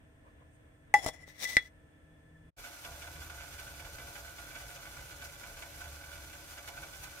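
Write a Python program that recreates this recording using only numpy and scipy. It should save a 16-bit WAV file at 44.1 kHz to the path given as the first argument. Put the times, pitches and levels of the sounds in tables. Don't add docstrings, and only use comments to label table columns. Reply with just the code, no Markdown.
import sys
import numpy as np
from scipy import signal
from scipy.fft import rfft, irfft, next_fast_len
from scipy.io import wavfile
from scipy.ndimage import map_coordinates

SR = 44100
rng = np.random.default_rng(int(sys.argv[2]) if len(sys.argv) > 2 else 0)


def dump(signal):
    limited = np.clip(np.atleast_2d(signal).T, -1, 1)
    pcm = np.round(limited * 32767).astype(np.int16)
    wavfile.write(sys.argv[1], SR, pcm)


N = 317520
GAP_START_S, GAP_END_S = 2.492, 2.578

# f/Hz, level/dB, ring time/s (the time to fade by 60 dB)
WALL_NOTES = [(1763, -21, .04), (1970, -7, 0.035), (1995, -7, 0.088), (2010, -28, .12), (2170, -17, .03),
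              (2690, -30, 0.063), (5530, -29.5, 0.074), (7100, -35, .035), (7440, -49, .09),
              (8651, -42.5, .12)]
RIM_NOTES = [(3373, 0, .155)]
CUP_PITCH = [(.94, 828), (.99, 819), (1.04, 725), (1.066, 645), (1.13, 570), (1.6, 558)]
EAR_LIKENESS = [(60, 0.96), (180, 0.84), (550, 0.17), (1650, -0.39), (4970, -0.39), (15000, -0.41)]
RUMBLE_TONE = [(15, -38), (25, -6.5), (55, 2), (81, -4.5), (108, -5.5), (153, -5), (210, -39.5), (233, -33),
               (270, -17.5), (301, -19), (372, -22), (505, -14.5), (561, -15), (600, -24.5), (780, -48),
               (1320, -120)]


def clinks():
    # t/s, level/dB of wall, edge, rim, cup air, cone, knock and click, damping factor
    hits = [(.94, -8, -46, -40.5, -7.5, -26.5, -49.5, -23, .76),
            (.9452, -28.5, -50.5, -50.5, -39, -32, -60, -33.5, 1),
            (.987, -52, -55.5, -45.5, -62, -61, -64, -47, 1),
            (1.0625, -31, -45, -47, -16.5, -42, -27.5, -26.5, 1.4),
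            (1.076, -60, -42, -64, -52, -55, -46, -44, 1),
            (1.0875, -35, -50, -48.5, -50, -36, -42, -36, 1.2),
            (1.279, -65, -74, -75, -70, -57, -48, -54, 1.3),
            (1.453, -28, -51.5, -46, -65, -61.5, -62, -48.5, 1),
            (1.5679, -4, -26, -36, -51, -26.5, -24.5, -25, 2.1),
            (1.5805, -25.5, -49.5, -53, -64, -65.5, -60.5, -51, .9)]
    # f/Hz, level/dB, ring time/s
    edge_notes = [(3630, 3, .018), (3989, 4.5, .018), (4194, 0, .018), (4646, -4, .016), (5039, -4, .025)]
    cone_notes = [(654, -10.5, .045), (790, -1, .06), (1000, -6.5, .03), (1120, -3.5, .03),
                  (1400, -9, .025), (1570, -7, .025)]
    counter_notes = [(92, -7.5, .025), (162, -9, 0.014), (280, -8.5, .028), (400, -0.5, 0.012),
                     (540, -2, 0.016)]
    click_tone = [(100, -22.5), (700, 12.5), (2200, -5.5), (3000, -8.5), (4200, -5), (5800, 3.5),
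                  (9000, -3.5), (12000, -12.5), (15000, -8.5)]
    wall, rim, hollow, knock, click = np.zeros((5, N))
    t = np.arange(SR // 2) / SR
    for s, wall_db, edge_db, rim_db, cup_db, cone_db, knock_db, click_db, damping in hits:
        add(wall, s, amp(wall_db) * ring(WALL_NOTES, t, attack_s=0.00045, damping=damping))
        add(rim, s, amp(edge_db) * ring(edge_notes, t, attack_s=0.00057))
        add(rim, s, amp(rim_db) * ring(RIM_NOTES, t, attack_s=0.0029))
        pitch = np.interp(s + t, *np.transpose(CUP_PITCH))
        ring_s = .082 * (pitch[0] / CUP_PITCH[0][1]) ** 4.5
        puff = amp(-60 * t / ring_s) * (1 - np.exp(-t / 0.004))
        add(hollow, s, amp(cup_db) * puff * np.sin(2 * np.pi * np.cumsum(pitch) / SR))
        add(hollow, s, amp(cone_db) * ring(cone_notes, t, attack_s=0.00065, damping=damping))
        add(knock, s, amp(knock_db) * ring(counter_notes, t, attack_s=0.00027))
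        add(click, s, amp(click_db) * (amp(-60 * t / 0.015) + amp(-33.5 - 60 * t / 0.12)))
    return (place(wall, left_db=3, lag_ms=0.41)
            + place(rim, left_db=10, lag_ms=0.35)
            + place(hollow, left_db=1, lag_ms=0.06)
            + place(knock, left_db=5.5, lag_ms=0.12)
            + place(click * coloured(noise(), click_tone), left_db=4, lag_ms=0.49))


def scrape():
    stroke = [(.943, -52), (.969, -49.5), (.991, -49.5), (1.008, -59), (1.024, -54.5), (1.046, -44),
              (1.057, -56.5), (1.068, -41), (1.078, -43), (1.088, -39.5), (1.115, -83), (1.14, -59.5),
              (1.18, -71), (1.225, -65), (1.262, -85)]
    grit_tone = [(400, -15.5), (650, 5.5), (1400, -17.5), (2000, -5.5), (2700, -15), (3400, -10),
                 (4500, -16), (5150, -6.5), (5600, -1.5), (6250, -17), (7000, -5.5), (8300, -18.5),
                 (9700, -7), (10500, -20.5), (11100, -16.5), (12000, -24), (14500, -19.5), (16000, -27)]
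    counter_bands = [(110, 54, 6.5), (190, 50, -2.5), (245, 44, 4.5), (325, 60, 1), (470, 97, -3.5)]
    grit = rub(stroke, grit_tone, rasp_db=4, wall_db=-29, rim_db=-50.5)
    pressure = amp(curve(stroke)) * during(stroke)
    pitch = curve(CUP_PITCH)
    phase = 2 * np.pi * np.cumsum(pitch) / SR
    openness = (pitch / CUP_PITCH[0][1]) ** 3
    cup = openness * (wobble(90) * np.cos(phase) + wobble(90) * np.sin(phase))
    judder = resonate(noise()[0], counter_bands)
    return grit + place(pressure * (amp(0.5) * cup + amp(-5.5) * judder), left_db=7.5, lag_ms=.1)


def slide():
    stroke = [(1.255, -80), (1.278, -61.5), (1.298, -61), (1.312, -70), (1.372, -64.5), (1.424, -39.5),
              (1.452, -40), (1.468, -49.5), (1.495, -43.5), (1.562, -49), (1.598, -71), (1.625, -63),
              (1.676, -65.5), (1.705, -106)]
    rasp_tone = [(120, -36), (200, -15.5), (328, -21), (558, -11), (933, -15.5), (1530, -18), (2020, -8.5),
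                 (2510, -14.5), (3000, -17), (3350, -12.5), (4000, -9), (4900, -15), (5500, -8),
                 (6100, -8.5), (7100, -16.5), (8300, -15), (11500, -21.5), (13800, -21.5), (14700, -14),
                 (16000, -25)]
    return rub(stroke, rasp_tone, rasp_db=1, wall_db=-30.5, rim_db=-46)


def rub(stroke, tone, rasp_db, wall_db, rim_db):
    pressure = amp(curve(stroke) + 1.6 * wobble(70) + 1.2 * wobble(380)) * during(stroke)
    slips = (coloured(grains(per_second=5000), tone) for _ in range(2))
    here, there = (unit(rippled(slip, depth_db=2.2, spacing_hz=250)) for slip in slips)
    travel = 2 * np.pi * 7 * clock() + wobble(18)
    rasp = pressure * (np.cos(travel) * here + np.sin(travel) * there)
    bands = ([(hz, 2.2 / ring_s + 6, db + 20 * np.log10(ring_s)) for hz, db, ring_s in notes]
             for notes in (WALL_NOTES, RIM_NOTES))
    wall, rim = (resonate(noise(), part) for part in bands)
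    sing = pressure ** 0.47 * (amp(wall_db) * wall + amp(rim_db) * rim)
    return place(amp(rasp_db) * rasp + sing, left_db=5.5, lag_ms=0.31)


def catches():
    moments = [(.992, -38), (1.238, -53), (1.462, -37), (1.488, -43.5), (1.506, -42.5), (1.53, -42.5),
               (1.552, -43.5), (1.628, -51.5), (1.66, -52)]
    note = unit(np.sin(2 * np.pi * 2000 * clock() + wobble(60.02)))
    return place(swells(moments, width_s=0.0067) * note, left_db=2.5, lag_ms=0.38)


def kettle():
    # f/Hz, width/Hz, level/dB
    wall_bands = [(587, 17, -18), (673, 2.3, 6), (706.5, 5.1, 7), (837, 11, -4.5), (870, 8.3, -5),
                  (917, 7.3, -5), (993, 7.7, -2), (1061, 11, -9.5), (1157, 21, -4), (1253, 14, -4.5),
                  (1330, 6.1, -5), (1437.5, 14.4, 4.5), (1461.5, 46, -1.5), (1508, 33, 5), (1520, 11, -7.5),
                  (1692, 18, -8.5), (1822, 18, -17.5), (2028, 33, -3.5), (2215, 48, -2.5), (2310, 26, -1.5),
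                  (2412, 15, -14.5), (2547, 13, -16.5), (2935, 30, -3.5), (3433, 42, -4.5)]
    gurgle_bands = [(575, 28, -3), (687, 41, 5), (789, 47, -2.5), (869, 29, -0.5), (991, 28, -4.5),
                    (1142, 77, -11.5)]
    patter_tone = [(300, -25), (750, 3), (1100, -13), (1500, 5), (2300, 12), (3100, 10), (4300, -5),
                   (7000, 3), (15000, -22)]
    crackle_tone = [(300, 13.5), (800, -14), (3000, -18), (4500, 8), (7000, 3), (16000, -28)]
    leaders, swarm, trail = flurries()
    simmer = amp(-55 + 1.46 * wobble(55)) * grains(per_second=1100)
    pops = simmer + amp(-6.5) * swarm * grains(per_second=2700)
    wall_taps = leaders + blend(pops, likeness=[(600, 0.81), (1500, 0.68), (2200, 0.62)])
    wall = amp(-53.5) * resonate(wall_taps, wall_bands)
    crackle = amp(-67.5) * coloured(pops, crackle_tone)
    patter = amp(-12) * swarm * coloured(grains(per_second=2200), patter_tone)
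    hiss = steam_hiss()
    gurgle = amp(3) * trail * resonate(grains(per_second=630)[0], gurgle_bands)
    sizzle = rippled(hiss + crackle + patter, depth_db=3.5, spacing_hz=45)
    return place(wall + gurgle, left_db=-4, lag_ms=0.098) + place(sizzle, left_db=-1.5, lag_ms=0)


def flurries():
    strong = [(2.64, -42, 0.032), (2.838, -41.5, 0.01), (2.848, -36.5, 0.012), (2.893, -57, .0063),
              (2.922, -43, .0086), (3.02, -37, 0.013), (3.07, -39, .011), (3.155, -43.5, 0.021),
              (3.218, -42.5, 0.012), (3.299, -36.5, 0.007), (3.399, -43.5, 0.053), (3.582, -39, 0.022),
              (3.68, -41, 0.0057), (3.797, -38.5, .01), (3.847, -39.5, 0.012), (3.984, -39.5, .015),
              (4.072, -46, 0.018), (4.152, -38, 0.017), (4.382, -40.5, 0.014), (4.45, -48, 0.023),
              (4.505, -44.5, 0.024), (4.55, -39, 0.02), (4.6, -46, 0.011), (4.76, -39, .01),
              (4.854, -38, 0.0085), (4.965, -41.5, 0.018), (5.005, -48, .01), (5.11, -42, 0.01),
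              (5.216, -38.5, 0.017), (5.434, -38, .012), (5.569, -40, 0.014), (5.62, -37, 0.017),
              (5.806, -38.5, 0.014), (5.837, -42.5, 0.014), (6.038, -42, 0.01), (6.08, -49, .01),
              (6.155, -43, 0.015), (6.33, -43, 0.016), (6.577, -39, 0.014), (6.677, -36, 0.014),
              (6.77, -40, 0.017), (6.83, -39.5, 0.014), (6.933, -42, 0.0099), (7.04, -44, .028)]
    t = np.arange(SR // 4) / SR
    leaders, swarm, trail = np.zeros((3, N))
    for s, db, decay_s in list(strong) + small_flurries(strong, tries=60):
        leaders[round(s * SR)] = amp(db + 11.5)
        add(swarm, s - 0.00086, amp(db + 2.5) * (1 - np.exp(-t / 0.0028)) * np.exp(-t / decay_s))
        add(trail, s, amp(db - 14) * (1 - np.exp(-t / 0.031)) * np.exp(-t / 0.034))
    return leaders, swarm, trail


def small_flurries(strong, tries):
    typical_per_s, gather_s, decay_s = 17, 0.098, 0.018
    waits, sizes = rng.standard_normal((tries, 2)).T
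    times = GAP_END_S + np.cumsum(np.exp(0.67 * waits) / typical_per_s)
    strong_times = np.transpose(strong)[0]
    return [(s, -54.5 + 4 * size, decay_s) for s, size in zip(times, sizes)
            if s < (N - 1) / SR and np.abs(strong_times - s).min() > gather_s]


def steam_hiss():
    spits = [(3.6, -8), (4.32, -5), (4.755, -5), (5.25, -3), (6.685, -3), (6.82, -5), (7.04, 1.5),
             (7.16, -6)]
    hiss_tone = [(240, -60), (400, -10), (687, -18.5), (777, -8), (1270, -13), (1490, -9), (1870, -12),
                 (2290, -11), (3530, -11.5), (4150, -14.5), (4650, -23), (5000, -16.5), (5420, -16),
                 (5960, -14.5), (7050, -18), (8000, -16.5), (10200, -14.5), (10900, -20), (11500, -17.5),
                 (13500, -17), (14400, -18), (15000, -24), (16000, -30)]
    high_bands = [(4320, 110, -4), (4915, 78, 1), (5156, 104, -1), (5770, 81, 1.5), (6110, 150, 1),
                  (6600, 135, 1.5), (7330, 230, -2.5), (8660, 200, -5), (9070, 210, -6), (9430, 160, -11),
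                  (11650, 180, -1), (12360, 290, -6.5), (13350, 400, -10)]
    steady = amp(-56 - 0.13 * (clock() - GAP_END_S) + 1.1 * wobble(35))
    strength = steady * (1 + swells(spits, width_s=0.0069))
    fizz = amp(1) * coloured(grains(per_second=9000), hiss_tone)
    shimmer = amp(-3) * resonate(grains(per_second=2500), high_bands)
    return strength * (fizz + shimmer)


def burner():
    flame_levels = [(2.6, -57.5), (2.78, -66.5), (2.89, -56), (4.1, -55), (4.8, -56.5), (5.24, -56.5),
                    (5.5, -57), (6.25, -57), (7.07, -57), (7.2, -58)]
    throb_levels = [(2.8, -74), (2.88, -59), (3.13, -54.5), (3.45, -56), (3.78, -57.5), (3.98, -63),
                    (4.9, -69), (5.14, -59.5), (5.25, -51.5), (5.33, -64), (5.72, -62), (5.82, -54),
                    (5.96, -53), (6.05, -66), (6.19, -50.5), (6.32, -59), (6.42, -67), (7.2, -64)]
    # f/Hz, width/Hz, level/dB
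    hollow_bands = [(116.5, 10, 2), (149.4, 5.8, 1)]
    stove_bands = [(248, 8.1, -10.5), (298, 4.6, -1), (326.7, 8.6, -4), (571.4, 12.6, -0.5)]
    roar = coloured(blend(noise(), likeness=[(100, 0.96), (300, 1), (700, 1)]), RUMBLE_TONE)
    boom = resonate(noise()[0], hollow_bands)
    drone = amp(-66) * resonate(noise()[0], stove_bands)
    throb_strength = amp(curve(throb_levels) + 3.2 * wobble(11))
    throb = throb_strength * unit(np.sin(2 * np.pi * 75.7 * clock() + 1.2 * wobble(15)))
    flame = amp(curve(flame_levels) + 1.56 * wobble(9)) * (amp(-1) * roar + amp(-12.5) * boom)
    return place(flame + throb, left_db=-0.5, lag_ms=-0.066) + place(drone, left_db=12, lag_ms=0)


def fingers():
    touches = [(.275, -62), (.42, -67)]
    rustle_tone = [(300, -22), (600, 6), (850, -15), (1030, 8), (1400, -13), (2500, -15), (5000, -35)]
    rustle = swells(touches, width_s=0.016) * coloured(blend(noise(), EAR_LIKENESS), rustle_tone)
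    bump = swells([(.297, -61)], width_s=0.022) * resonate(noise()[0], [(75, 16, 0)])
    swish = swells([(.545, -74)], width_s=.02) * resonate(noise(), [(6700, 300, -9), (8400, 200, 4)])
    return rustle + bump + swish


def kitchen_echo(x, echo_db, ring_s):
    t = np.arange(SR // 3) / SR
    tail = rng.standard_normal((2, len(t))) * amp(-60 * t / ring_s) * (t > .004)
    return x + amp(echo_db) * signal.fftconvolve(x, tail / np.linalg.norm(tail[0]), axes=1)[:, :N]


def room_tone():
    # f/Hz, level/dB
    air_tone = [(15, -44.5), (25, -13.5), (50, -6), (155, -9.5), (188, -20.5), (270, -12.5), (294, -18.5),
                (372, -24), (472, -17), (936, -28.5), (1020, -26.5), (1140, -32.5), (1740, -23),
                (2110, -29.5), (3460, -37), (4200, -47.5), (5460, -87), (9240, -120)]
    hiss_tone = [(2500, -33.5), (4300, -6.5), (6200, -2.5), (7300, -4), (8600, 3.5), (10500, -9.5),
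                 (12500, -8.5), (14800, -7), (16000, -25.5)]
    whine_band = [(8600, 130, 0)]
    hum_notes = [(81, -64.5, -63, 13), (126, -72.5, -82, 1), (161, -93, -58, 3), (304, -70.5, -67, 2.2),
                 (650, -75.5, -76.5, 7.9), (1050, -88.5, -90, 90), (1330, -88, -80.5, 15),
                 (1745, -81.5, -71, 69), (3410, -91.5, -83.5, 72)]
    t = clock()
    air = amp(-60.5 + wobble(9.8)) * coloured(blend(noise(), EAR_LIKENESS), air_tone)
    hiss = amp(-81.5) * coloured(noise(), hiss_tone)
    whine = amp(-88.5) * resonate(noise(), whine_band)
    hum = 0
    for hz, first_db, last_db, width in hum_notes:
        phase = 2 * np.pi * hz * t + 0.96 * wobble(width)
        flutter_db = min(width / 7, 4.5) * wobble(width)
        hum += amp(np.interp(t, [0, GAP_START_S], [first_db, last_db]) + flutter_db) * np.sin(phase)
    return air + hiss + whine + place(hum, left_db=0.5, lag_ms=0)


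def ring(notes, t, attack_s, damping=1):
    fading = sum(amp(db + rng.normal(0, 0.21) - 60 * damping * t / ring_s) * np.sin(2 * np.pi * hz * t)
                 for hz, db, ring_s in notes)
    return (1 - np.exp(-t / attack_s)) * fading


def resonate(x, bands):
    return unit(filtered(x, lambda f: sum(
        amp(db) * 1j * f * width / (hz * hz - f * f + 1j * f * width) for hz, width, db in bands)))


def rippled(x, depth_db, spacing_hz):
    ears = rng.standard_normal((2, 500))
    return filtered(x, lambda hz: amp(
        depth_db * np.array([map_coordinates(ear, [hz / spacing_hz], mode="wrap") for ear in ears])))


def coloured(x, tone):
    return unit(filtered(x, lambda hz: amp(along(tone, hz))))


def blend(pair, likeness):
    angle = lambda hz: np.arccos(np.clip(along(likeness, hz), -1, 1)) / 2
    mid, side = filtered(pair, lambda hz: np.array([np.cos(angle(hz)), np.sin(angle(hz))]))
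    return np.array([mid + side, mid - side])


def place(x, left_db, lag_ms):
    left = lambda hz: np.full_like(hz, amp(left_db / 2))
    right = lambda hz: amp(-left_db / 2) * np.exp(-2j * np.pi * hz * lag_ms / 1000)
    return filtered(x, lambda hz: np.array([left(hz), right(hz)]))


def filtered(x, response):
    size = next_fast_len(N + SR // 2)
    return irfft(rfft(x, size) * response(np.fft.rfftfreq(size, 1 / SR)), size)[..., :N]


def grains(per_second):
    return unit(noise() * (rng.random((2, N)) < per_second / SR))


def noise():
    return rng.standard_normal((2, N))


def wobble(rate):
    return map_coordinates(rng.standard_normal(int(N * rate / SR) + 4), [clock() * rate])


def swells(rows, width_s):
    t = clock()
    return sum(amp(db) * np.exp(-.5 * ((t - s) / width_s) ** 2) for s, db in rows)


def curve(rows):
    return np.interp(clock(), *np.transpose(rows))


def during(rows):
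    return (clock() > rows[0][0]) & (clock() < rows[-1][0])


def along(rows, hz):
    frequencies, values = np.transpose(rows)
    return np.interp(np.log(hz + 1), np.log(frequencies + 1), values)


def add(track, s, sound):
    part = track[..., round(s * SR):][..., :sound.shape[-1]]
    part += sound[..., :part.shape[-1]]


def clock():
    return np.arange(N) / SR


def amp(db):
    return 10 ** (np.asarray(db) / 20)


def unit(x):
    return x / np.sqrt(np.mean(x ** 2) + 1e-20)


def scene():
    t = clock()
    fade_out = np.clip((GAP_START_S - t) / 0.015 + 1, 0, 1)
    fade_in = np.clip((t - GAP_END_S) / 0.028 + .5, 0, 1)
    scoop = scrape() + slide() + clinks() + catches()
    at_counter = kitchen_echo(scoop, echo_db=-12, ring_s=0.1) + fingers() + room_tone()
    at_stove = kettle() + burner()
    faint_rumble = amp(-90.5) * coloured(noise(), RUMBLE_TONE)
    return fade_out * at_counter + fade_in * at_stove + faint_rumble


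def record(dry):
    top_hz, fade_hz = 15850, 500
    return filtered(dry, lambda hz: np.sin(np.pi / 2 * np.clip((top_hz - hz) / fade_hz + .5, 0, 1)) ** 2)


dry = scene()
out = record(dry)
dump(out)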